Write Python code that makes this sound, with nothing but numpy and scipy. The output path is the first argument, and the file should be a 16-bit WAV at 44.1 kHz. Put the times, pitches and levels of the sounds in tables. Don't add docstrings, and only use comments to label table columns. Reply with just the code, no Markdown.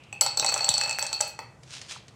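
import sys
import numpy as np
from scipy import signal
from scipy.fft import rfft, irfft
from scipy.io import wavfile

SR = 44100
rng = np.random.default_rng(int(sys.argv[2]) if len(sys.argv) > 2 else 0)


def pcm_store(signal):
    levels = np.round(np.clip(np.atleast_2d(signal), -1, 1) * 32767)
    wavfile.write(sys.argv[1], SR, levels.astype(np.int16).T)


N = 94815

# (frequency [Hz], level [dB])
ROOM_TONE_EQ = [(30, -26), (60, -7.5), (130, 1.5), (240, -10), (500, -10.5), (1200, -16.5), (2700, -30),
                (8000, -31), (16000, -56)]
# (time [s], level [dB])
STONE_SHIFTS = [(0.036, -31), (1.633, -25), (1.8153, -14.5), (2.082, -24)]
# (time [s], level [dB])
RUSTLE_ENVELOPE = [(1.6, -77.5), (1.68, -56.5), (1.74, -41), (1.775, -41.5), (1.8, -53), (1.878, -54.5),
                   (1.897, -38), (1.932, -38.5), (2.02, -70.5)]
# (frequency [Hz], level [dB])
RUSTLE_EQ = [(200, -24.5), (800, -10), (3200, -1.5), (6400, -3), (9200, -11.5), (11500, -32), (16000, -42)]
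# (time [s], click [dB], upper wall [dB], lower wall [dB], knock [dB])
LANDINGS = [(0.1274, -38, -49, -30, -42), (0.2108, -10.5, -16, -42, -42), (0.2168, -27, -31, -59, -27.5),
            (0.2632, -23, -18, -31.5, -29.5), (0.3732, -20.5, -18.5, -47, -33.5),
            (0.3971, -15, -30, -58, -34), (0.4261, -36, -50, -27, -29), (0.4459, -21, -50, -34.5, -27),
            (0.4635, -22.5, -17, -28, -37.5), (0.4807, -36, -20.5, -32, -51),
            (0.4895, -23, -31, -46, -33.5), (0.4961, -26, -29, -41, -39), (0.5229, -30, -24, -40.5, -32),
            (0.5413, -19, -33.5, -51, -34.5), (0.5621, -39, -38, -32, -30), (0.5776, -27, -38, -49, -41.5),
            (0.6071, -33.5, -18.5, -49, -34), (0.6439, -20.5, -16.5, -56, -37),
            (0.6835, -34, -29, -57, -31), (0.6903, -12.5, -18.5, -51, -46.5), (0.7402, -20, -15, -31, -36),
            (0.7798, -21, -23, -50, -35.5), (0.8127, -22, -25, -23, -34), (0.8357, -25.5, -19, -30, -41),
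            (0.8948, -26, -30.5, -27.5, -38), (0.9103, -27.5, -36, -27, -43), (0.9276, -31, -28, -55, -42),
            (0.9866, -33, -45.5, -29.5, -35.5), (0.9927, -28, -26, -42, -49),
            (1.0256, -22.5, -44, -49, -31.5), (1.0663, -27, -26, -42, -46),
            (1.1292, -22, -22.5, -31, -37.5), (1.1415, -54, -24.5, -42, -71),
            (1.2053, -24.5, -45.5, -53, -32), (1.2099, -17, -25.5, -39, -29),
            (1.2235, -45, -29.5, -30.5, -47), (1.3905, -37, -39.5, -39, -35.5)]
# (frequency [Hz], level [dB], t60 [s])
STONE_MODES = [(6160, -13, 0.018), (7750, -2, 0.022), (7790, -6.5, 0.04), (8480, -18, 0.053)]
UPPER_WALL_MODES = [(4227, -8.5, 0.1), (4360, 0.5, 0.051), (4433, -5.5, 0.12), (4465, -3.5, 0.068),
                    (4580, -9, 0.11), (5600, -12, 0.041)]
LOWER_WALL_MODES = [(2565, -0.66, 0.1), (2616, 0.71, 0.054)]
BODY_MODES = [(547.6, -5, 0.079), (627, -4.5, 0.0492), (807, 0.5, 0.082), (868, -2, 0.068),
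              (1312, -5.5, 0.045)]
# (frequency [Hz], level [dB])
TICK_EQ = [(1500, -26), (3900, -6.5), (5200, -10), (5800, 1.5), (6700, -5.5), (7600, 2), (8600, -8.5),
           (10500, -28), (12700, -24.5), (16000, -38)]
KNOCK_EQ = [(100, -33.5), (400, -16.5), (560, -7.5), (850, 4), (1200, -3), (2200, -5.5), (8000, -27.5)]
# (time [s], level [dB])
EDGE_SCRATCHES = [(.2108, -8), (.3732, -20), (.524, -19), (.6903, -15.5), (.9866, -16), (1.278, -22.5)]
# (time [s], level [dB])
DRY_CLACKS = [(.5229, -10), (.5385, -14), (.595, -13), (.768, -15), (.8135, -6.5), (.9866, -7),
              (1.3905, -16.5)]
# (time [s], level [dB])
CHATTER_ENVELOPE = [(.22, -32), (.35, -44), (.58, -33.5), (.87, -29.5), (.97, -42.5), (1.029, -31),
                    (1.18, -44), (1.31, -34)]
# (time [s], length [s], start pitch [Hz], end pitch [Hz], level [dB])
FALLING_CHIRPS = [(.69, 0.025, 308, 45, -37.5), (1.957, 0.0136, 1940, 593, -41)]
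# (frequency [Hz], t60 [s], level [dB])
REVERB_BANDS = [(248, 0.45, 1.5), (790, 0.38, -4), (2200, 0.53, -2), (4500, 0.3, -1.5), (7400, 0.34, -11.5),
                (12800, 0.14, -1)]

STONE_DB, PING_DB, BODY_DB, TICK_DB, KNOCK_DB = 3.5, -12.5, 4, 19, 21
CHATTER_TRIMS_DB = (-8, -5, -6.5, -12.5)


def amp(db):
    return 10 ** (np.asarray(db) / 20)


def unit_rms(x):
    return x / np.sqrt(np.mean(x ** 2) + 1e-20)


def curve_at(points, hz):
    f, value = np.transpose(points)
    return np.interp(np.log(hz + 1), np.log(f + 1), value)


def add(mix, s, sound):
    part = mix[max(round(s * SR), 0):][:len(sound)]
    part += sound[:len(part)]


def equalise(x, points, size=4096):
    log_gain = np.log(amp(curve_at(points, abs(np.fft.fftfreq(size, 1 / SR)))))
    taps = np.fft.ifft(np.exp(np.conj(signal.hilbert(log_gain)))).real[:size // 2]
    return signal.fftconvolve(x, taps / np.linalg.norm(taps))[:N]


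def ring(modes, detune=0, spread_db=2.5, attack_s=0.00028):
    hz, db, t60 = np.transpose(modes)
    t = np.arange(0, t60.max(), 1 / SR)
    share = amp(db + spread_db * rng.standard_normal(len(hz))) * rng.choice([-1, 1], len(hz))
    hz = hz * (1 + detune * rng.standard_normal(len(hz)))
    partials = np.sin(np.outer(2 * np.pi * hz, t)) * amp(np.outer(-60 / t60, t))
    return share / np.linalg.norm(share) @ partials * (1 - np.exp(-t / attack_s))


def contact(t60, snap, rebound_s=.0007, size=2048):
    burst = rng.standard_normal(size) * amp(-60 * np.arange(size) / SR / t60)
    burst[0] += snap
    burst[int(rebound_s * SR * (.5 + rng.random()))] += snap
    return burst / np.linalg.norm(burst)


def ambience(hum_hz=124.8, glass_hz=2630, fade_db_per_s=33.5):
    hz, t = np.fft.rfftfreq(N, 1 / SR), np.arange(N) / SR
    shapes = [amp(curve_at(ROOM_TONE_EQ, hz)),
              1 / (1 + ((hz - hum_hz) / 16) ** 2),
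              1 / (1 + ((hz - glass_hz) / 480) ** 2)]
    spectra = rfft(rng.standard_normal((3, N))) * shapes
    tone, hum, glass = map(unit_rms, irfft(spectra, N))
    return amp(-55) * tone + amp(-58) * hum + amp(-57.5 - fade_db_per_s * t) * glass


def pile_rustle(grains_per_s=7000, spread_db=4):
    grains = rng.standard_normal(N) * amp(spread_db * np.minimum(rng.exponential(1, N), 4))
    grains *= rng.random(N) < grains_per_s / SR
    t = np.arange(N) / SR
    envelope = amp(np.interp(t, *np.transpose(RUSTLE_ENVELOPE))) * (t > RUSTLE_ENVELOPE[0][0])
    friction = unit_rms(grains) * envelope
    for s, db in STONE_SHIFTS:
        add(friction, s, amp(db) * contact(t60=0.047, snap=3.4))
    return equalise(friction, RUSTLE_EQ)


def jar_hits(ping_range_hz=(4510, 9200), ping_t60=0.016, wall_detune=0.0043):
    rings, ticks, knocks = np.zeros((3, N))
    for s, click_db, upper_db, lower_db, knock_db in [*LANDINGS, *chatter()]:
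        add(rings, s, amp(click_db + STONE_DB) * ring(STONE_MODES, detune=0.011))
        ping_hz = np.interp(rng.random() ** 2, [0, 1], ping_range_hz)
        add(rings, s, amp(click_db + PING_DB) * ring([(ping_hz, 0, ping_t60)]))
        add(rings, s, amp(upper_db) * ring(UPPER_WALL_MODES, wall_detune))
        add(rings, s, amp(lower_db) * ring(LOWER_WALL_MODES, wall_detune))
        add(rings, s, amp(knock_db + BODY_DB) * ring(BODY_MODES, detune=0.019))
        add(ticks, s, amp(click_db + TICK_DB) * contact(t60=0.011, snap=2.8))
        add(knocks, s, amp(knock_db + KNOCK_DB) * contact(t60=0.033, snap=4.6))
    return rings + equalise(ticks, TICK_EQ) + equalise(knocks, KNOCK_EQ)


def glancing_blows(cues, band_hz, t60):
    out = np.zeros(N)
    band = signal.butter(2, band_hz, "bandpass", fs=SR, output="sos")
    for s, db in cues:
        burst = signal.sosfilt(band, contact(t60, snap=5.5))
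        add(out, s, amp(db) * burst / np.linalg.norm(burst))
    return out


def chatter(hits_per_s=70, spread_db=6):
    s, db = np.transpose(CHATTER_ENVELOPE)
    jitter = rng.random((400, 5))
    times = s[0] + (np.arange(len(jitter)) + 2 * jitter[:, 0]) / hits_per_s
    levels = np.interp(times, s, db)[:, None] + CHATTER_TRIMS_DB + spread_db * (2 * jitter[:, 1:] - 1)
    return np.column_stack([times, levels])[times < s[-1]]


def falling_chirps():
    out = np.zeros(N)
    for s, length, from_hz, to_hz, db in FALLING_CHIRPS:
        progress = np.arange(0, length, 1 / SR) / length
        hz = from_hz * (to_hz / from_hz) ** progress
        add(out, s, amp(db) * np.sin(np.pi * progress) * np.sin(2 * np.pi * np.cumsum(hz) / SR))
    return out


def tipping_stone(hz=5149, t60=0.01):
    return ring([(hz, 0, t60)])


def room_reverb(send, predelay_s=.006):
    hz, t, noise = signal.stft(rng.standard_normal(SR), SR, nperseg=256)
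    bands = np.array(REVERB_BANDS)
    t60 = curve_at(bands[:, :2], hz)[:, None]
    db = curve_at(bands[:, ::2], hz)[:, None]
    energy_trim = np.sqrt(2 * np.log(1000) / (t60 * SR))
    _, tail = signal.istft(noise * amp(db - 60 * t / t60) * energy_trim, SR, nperseg=256)
    wet = np.zeros(N)
    add(wet, predelay_s, signal.fftconvolve(send, tail))
    return wet


def scene():
    bed, hand, stones = ambience(), pile_rustle(), jar_hits()
    stones += glancing_blows(DRY_CLACKS, band_hz=(1015, 2200), t60=0.0043)
    stones += glancing_blows(EDGE_SCRATCHES, band_hz=(8150, 14230), t60=0.047)
    add(stones, 1.1, amp(-38.5) * tipping_stone())
    return (bed + hand + stones + falling_chirps() + room_reverb(stones + amp(-3.5) * hand))[None]


def record(dry, low_cut_hz=48, high_cut_hz=16100):
    low_cut = signal.butter(6, low_cut_hz, "highpass", fs=SR, output="sos")
    high_cut = signal.firwin(511, high_cut_hz, window=("kaiser", 9), fs=SR)
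    return signal.oaconvolve(signal.sosfilt(low_cut, dry), high_cut[None], "same")


dry = scene()
out = record(dry)
pcm_store(out)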